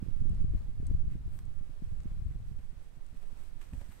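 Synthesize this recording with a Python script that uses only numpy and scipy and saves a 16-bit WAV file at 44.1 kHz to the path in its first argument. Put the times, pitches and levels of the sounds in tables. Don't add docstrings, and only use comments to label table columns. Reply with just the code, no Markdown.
import sys
import numpy as np
from scipy.fft import rfft, irfft, next_fast_len
from scipy.io import wavfile
from scipy.ndimage import map_coordinates

SR = 44100
rng = np.random.default_rng(int(sys.argv[2]) if len(sys.argv) > 2 else 0)


def put_to_file(sound):
    columns = np.atleast_2d(sound).T
    safe = np.clip(columns, -1, 1)
    whole_steps = np.round(safe * 32767)
    wavfile.write(sys.argv[1], SR, whole_steps.astype(np.int16))


N = 176400

# start_s, level_db
HOOF_HITS = [(1.69, -43), (2.584, -42.5), (2.723, -49), (2.968, -46.5), (3.122, -46.5), (3.14, -48),
             (3.323, -46.5), (3.554, -49.5), (3.73, -32.5), (3.812, -45), (3.887, -40.5)]
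# pitch_hz, level_db, fade_s (time to fall 60 dB)
GROUND_NOTES = [(61, 4.5, 0.11), (129, 3.5, 0.063), (209, -1.5, 0.042), (306, -6.5, 0.04)]
# pitch_hz, level_db
PUFF_COLOUR = [(40, -4), (130, 9), (280, -5), (4000, -115)]
def thuds(rise_s=0.0071, puff_db=-14, puff_fade_s=0.13, left_db=-0.5):
    out, t = np.zeros(N + SR), np.arange(SR // 4) / SR
    tunings = 1 + 0.11 * rng.standard_normal((len(HOOF_HITS), len(GROUND_NOTES)))
    for (start_s, db), tuning in zip(HOOF_HITS, tunings):
        push = 0
        for k, (hz, note_db, fade_s) in enumerate(GROUND_NOTES):
            note = (-1) ** k * np.sin(2 * np.pi * hz * tuning[k] * t)
            push += amp(note_db - 60 * t / fade_s) * note
        out[round(start_s * SR):][:len(t)] += amp(db) * push * (1 - np.exp(-t / rise_s))
    puffs = sum(amp(db + puff_db) * burst(s + 0.0031, rise_s, puff_fade_s) for s, db in HOOF_HITS)
    return amp([[left_db], [0]]) * (out[:N] + puffs * noise(PUFF_COLOUR))


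# peak_s, level_db, rise_s, fade_s, knock_db (added to level_db)
CRUNCHES = [(1.591, -64.5, 0.0039, 0.051, -5), (2.591, -67.5, 0.0079, 0.23, -3),
            (3.231, -63.5, 0.012, 0.16, -2.5), (3.615, -53, 0.0021, 0.11, -20),
            (3.69, -64.5, 0.0059, 0.038, -12), (3.734, -59, 0.0017, 0.074, 5),
            (3.814, -59.5, 0.0063, 0.076, 6.5), (3.924, -58.5, 0.016, 0.086, -18)]
# time_s, level_db
SPRAY = [(0, -82), (.85, -78.5), (1.6, -79), (2.33, -74.5), (3.0, -76), (3.14, -73.5), (3.45, -68),
         (3.56, -76.5), (3.62, -68.5), (3.93, -65.5)]
# pitch_hz, level_db
CRUNCH_COLOUR = [(500, -17.5), (1450, -1.5), (2500, -2.5), (5500, -16.5), (15000, -21)]
KNOCK_COLOUR = [(150, -4.5), (420, -1.5), (660, -0.5), (1050, -12), (8000, -84)]
SPRAY_COLOUR = [(300, -17.5), (1800, 4.5), (4000, -2), (13000, -9.5), (15500, -15)]
def sand(crack_db=1, crack_fade_s=0.0093):
    crush, crack, knock = np.zeros((3, N))
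    for peak_s, db, rise_s, fade_s, knock_db in CRUNCHES:
        crush += amp(db) * burst(peak_s, rise_s, fade_s)
        crack += amp(db + crack_db) * burst(peak_s, rise_s / 2, crack_fade_s)
        knock += amp(db + knock_db) * burst(peak_s, rise_s, fade_s)
    spray = amp(curve(SPRAY) + 1.8 * wobble(25))
    grains = np.zeros((2, N))
    for side in grains:
        side += crush * grit(CRUNCH_COLOUR, per_s=2200, spread_db=6.0)
        side += spray * grit(SPRAY_COLOUR, per_s=2500, spread_db=4.0)
    return grains + crack * noise(CRUNCH_COLOUR) + knock * noise(KNOCK_COLOUR)


# peak_s, level_db
FAR_STEPS = [(.04, -70), (.56, -69), (1.125, -65.5), (1.34, -70.5), (1.84, -72.5), (2.32, -69.5)]
def scuffs(half_length_s=0.038):
    loudness = sum(amp(db) * hump(peak_s, half_length_s) for peak_s, db in FAR_STEPS)
    return loudness * np.array([noise(CRUNCH_COLOUR), noise(CRUNCH_COLOUR)])


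# time_s, level_db
WIND_LEFT = [(0, -53), (.16, -49), (.2, -37.5), (.53, -35.5), (.72, -49), (.88, -32.5), (1.76, -56),
             (1.84, -44), (2.3, -40.5), (2.72, -57.5), (2.86, -63), (3.7, -62)]
WIND_RIGHT = [(0, -42.5), (.18, -44.5), (.36, -40), (.47, -56), (.95, -47), (1.16, -45.5), (1.26, -55),
              (1.48, -45.5), (1.76, -63.5), (2.06, -49.5), (2.17, -62.5), (2.53, -47), (2.66, -60.5),
              (3.7, -60)]
SWELL = [(0, -47), (.2, -34), (.9, -42), (2.35, -39), (2.7, -46)]
# pitch_hz, level_db
LEFT_COLOUR = [(8, -20.5), (25, 0), (80, -3), (130, -14.5), (200, -21), (450, -46), (2500, -120)]
RIGHT_COLOUR = [(12, -15.5), (28, 1), (130, -3.5), (300, -27), (450, -43), (2500, -115)]
SWELL_COLOUR = [(2, -15), (8, -1.5), (50, -27), (200, -120)]
def wind(left_db=5.5, right_db=4.5, swell_db=8.5):
    left = amp(left_db) * buffet(WIND_LEFT, LEFT_COLOUR, gap_s=.026, roar_db=0.5, flutter_db=5.5)
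    right = amp(right_db) * buffet(WIND_RIGHT, RIGHT_COLOUR, gap_s=.022, roar_db=1.5, flutter_db=0.5)
    swell = amp(swell_db + curve(SWELL) + 0.55 * wobble(9)) * noise(SWELL_COLOUR)
    return np.array([left, right + swell])


def buffet(levels, colour, gap_s, roar_db, flutter_db, flurry_hz=144):
    gaps, sizes, signs = rng.random((600, 3)).T
    bump_samples = (np.cumsum(gap_s * 2 * gaps) * SR).astype(int)
    bumps = np.bincount(bump_samples, (.5 + sizes) ** 2 * np.sign(signs - .5), N)[:N]
    air = unit(unit(coloured(bumps, colour)) + amp(roar_db) * noise(colour))
    low = filtered(air, lambda hz: 1 / (1 + (hz / flurry_hz) ** 4))
    flurries = unit(amp(flutter_db * wobble(45)))
    return amp(curve(levels)) * (low + flurries * (air - low))


# peak_s, level_db, half_length_s, port (L or R)
SWIRLS = [(0.028, -22, 0.0031, "R"), (0.065, -36.5, 0.0018, "R"), (0.086, -23, 0.0045, "R"),
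          (0.224, -22.5, 0.0036, "L"), (0.256, -30.5, 0.0024, "R"), (.305, -23, 0.0047, "L"),
          (.333, -26, 0.0035, "R"), (0.445, -17.5, 0.0039, "L"), (.538, -32.5, 0.0018, "L"),
          (0.55, -17.5, 0.0064, "L"), (0.801, -30, 0.0024, "R"), (0.831, -30.5, 0.0021, "L"),
          (.914, -26, 0.0022, "R"), (1.154, -26.5, .003, "R"), (1.924, -34, 0.0032, "R"),
          (2.058, -27, 0.0027, "R"), (2.31, -25.5, 0.007, "R"), (2.357, -24.5, 0.0061, "R"),
          (2.517, -30.5, 0.004, "R"), (2.781, -36, 0.0093, "R"), (3.783, -25.5, 0.011, "R")]
# pitch_hz, level_db
RUFFLE_COLOUR = [(120, 4.5), (330, 1), (650, -23), (3000, -110)]
def swirls(ruffle_s=0.0066, ruffle_db=-23):
    out, ruffle = np.zeros((2, N)), amp(ruffle_db) * noise(RUFFLE_COLOUR)
    for (peak_s, db, half_length_s, port), phase in zip(SWIRLS, rng.random(len(SWIRLS))):
        t = clock() - peak_s
        swing = np.real(np.exp(2j * np.pi * phase) / (1 - 1j * t / half_length_s) ** 3)
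        out["LR".index(port)] += amp(db) * (swing + ruffle * hump(peak_s, ruffle_s))
    return out


# start_s, level_db, body_db (added to level_db)
TICKS = [(.297, -61, -10), (.348, -61, -16), (.868, -47.5, -26), (.8717, -65, -22), (.874, -58, -17),
         (1.39, -55, 4), (1.454, -59, -15), (2.004, -66, 7.5), (2.0345, -61, -6), (3.065, -58, -9),
         (3.622, -69, -15)]
# pitch_hz, level_db
SNAP_COLOUR = [(1500, -27), (5500, 4.5), (9300, 7.5), (13000, -13)]
BODY_COLOUR = [(400, -18), (1200, 17), (5000, 9), (15000, -20)]
def ticks(click_db=9, rise_s=0.0003, rattle_db=-9, fade_s=0.022):
    snap, body = np.zeros((2, 2, N))
    for start_s, db, body_db in TICKS:
        click = amp(rattle_db) * burst(start_s, rise_s, fade_s) * rng.standard_normal((2, N))
        click[:, round(start_s * SR)] += amp(click_db)
        snap += amp(db) * click
        body += amp(db + body_db) * click
    return coloured(snap, SNAP_COLOUR) + coloured(body, BODY_COLOUR)


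# peak_s, level_db, half_length_s
SWISHES = [(1.368, -59, 0.054), (3.45, -66, 0.061), (3.935, -60, 0.055)]
# pitch_hz, level_db
SWISH_COLOUR = [(2000, -72), (8500, 4.5), (13000, 5.5), (14500, 12.5)]
def swishes(gain_db=-4):
    loudness = sum(amp(db + gain_db) * hump(peak_s, half_s) for peak_s, db, half_s in SWISHES)
    return loudness * np.array([noise(SWISH_COLOUR), noise(SWISH_COLOUR)])


# time_s, level_db
HUSH = [(0, -71), (1.55, -73.5), (2.0, -72.5), (2.9, -75), (4, -71.5)]
# pitch_hz, level_db
HUSH_LEFT = [(200, 6.5), (400, 8), (1000, 2), (2500, -6), (4000, -10.5), (6300, -18), (8200, -11.5),
             (10800, -16.5), (15500, -23.5)]
HUSH_RIGHT = [(200, 9.5), (500, 3.5), (1700, -5), (4000, -10.5), (8200, -16.5), (15500, -21)]
def hush(left_db=5.5, right_db=9, waver_db=1.16):
    loudness = amp(curve(HUSH) + waver_db * wobble(11))
    return loudness * np.array([amp(left_db) * noise(HUSH_LEFT), amp(right_db) * noise(HUSH_RIGHT)])


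def amp(db):
    return 10 ** (np.asarray(db) / 20)


def unit(x):
    return x / np.sqrt(np.mean(x ** 2) + 1e-20)


def clock():
    return np.arange(N) / SR


def curve(rows):
    return np.interp(clock(), *np.transpose(rows))


def wobble(per_s):
    return map_coordinates(rng.standard_normal(int(N * per_s / SR) + 4), [clock() * per_s])


def burst(peak_s, rise_s, fade_s):
    t = clock() - peak_s
    return np.exp(np.maximum(np.where(t < 0, t / rise_s, -np.log(1000) * t / fade_s), -40))


def hump(peak_s, half_length_s):
    return np.exp(-((clock() - peak_s) / half_length_s) ** 2)


def filtered(x, gain_at):
    size = next_fast_len(N + 16384)
    return irfft(rfft(x, size) * gain_at(np.fft.rfftfreq(size, 1 / SR)), size)[..., :N]


def coloured(x, colour):
    pitch_hz, db = np.transpose(colour)
    return filtered(x, lambda hz: amp(np.interp(np.log(hz + 1), np.log(pitch_hz + 1), db)))


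def noise(colour):
    return unit(coloured(rng.standard_normal(N), colour))


def grit(colour, per_s, spread_db):
    hits = (rng.random(N) < per_s / SR) * rng.choice([-1, 1], N)
    sizes = amp(spread_db * rng.standard_normal(N))
    return unit(coloured(hits * sizes, colour))


# pitch_hz, gain_db
PORT_LEFT = [(1000, 1), (3500, -11), (6800, 0.5), (8200, 8.5), (11000, -5), (12800, 8), (14500, -23)]
PORT_RIGHT = [(1000, -0.5), (3500, -2.5), (6000, -3.5), (8500, -10.5)]
def scene():
    left, right = sand() + scuffs() + swishes() + ticks()
    crisp = np.array([coloured(left, PORT_LEFT), coloured(right, PORT_RIGHT)])
    return crisp + thuds() + wind() + swirls() + hush()


def record(dry, top_hz=15700):
    return filtered(dry, lambda hz: hz < top_hz)


dry = scene()
out = record(dry)
put_to_file(out)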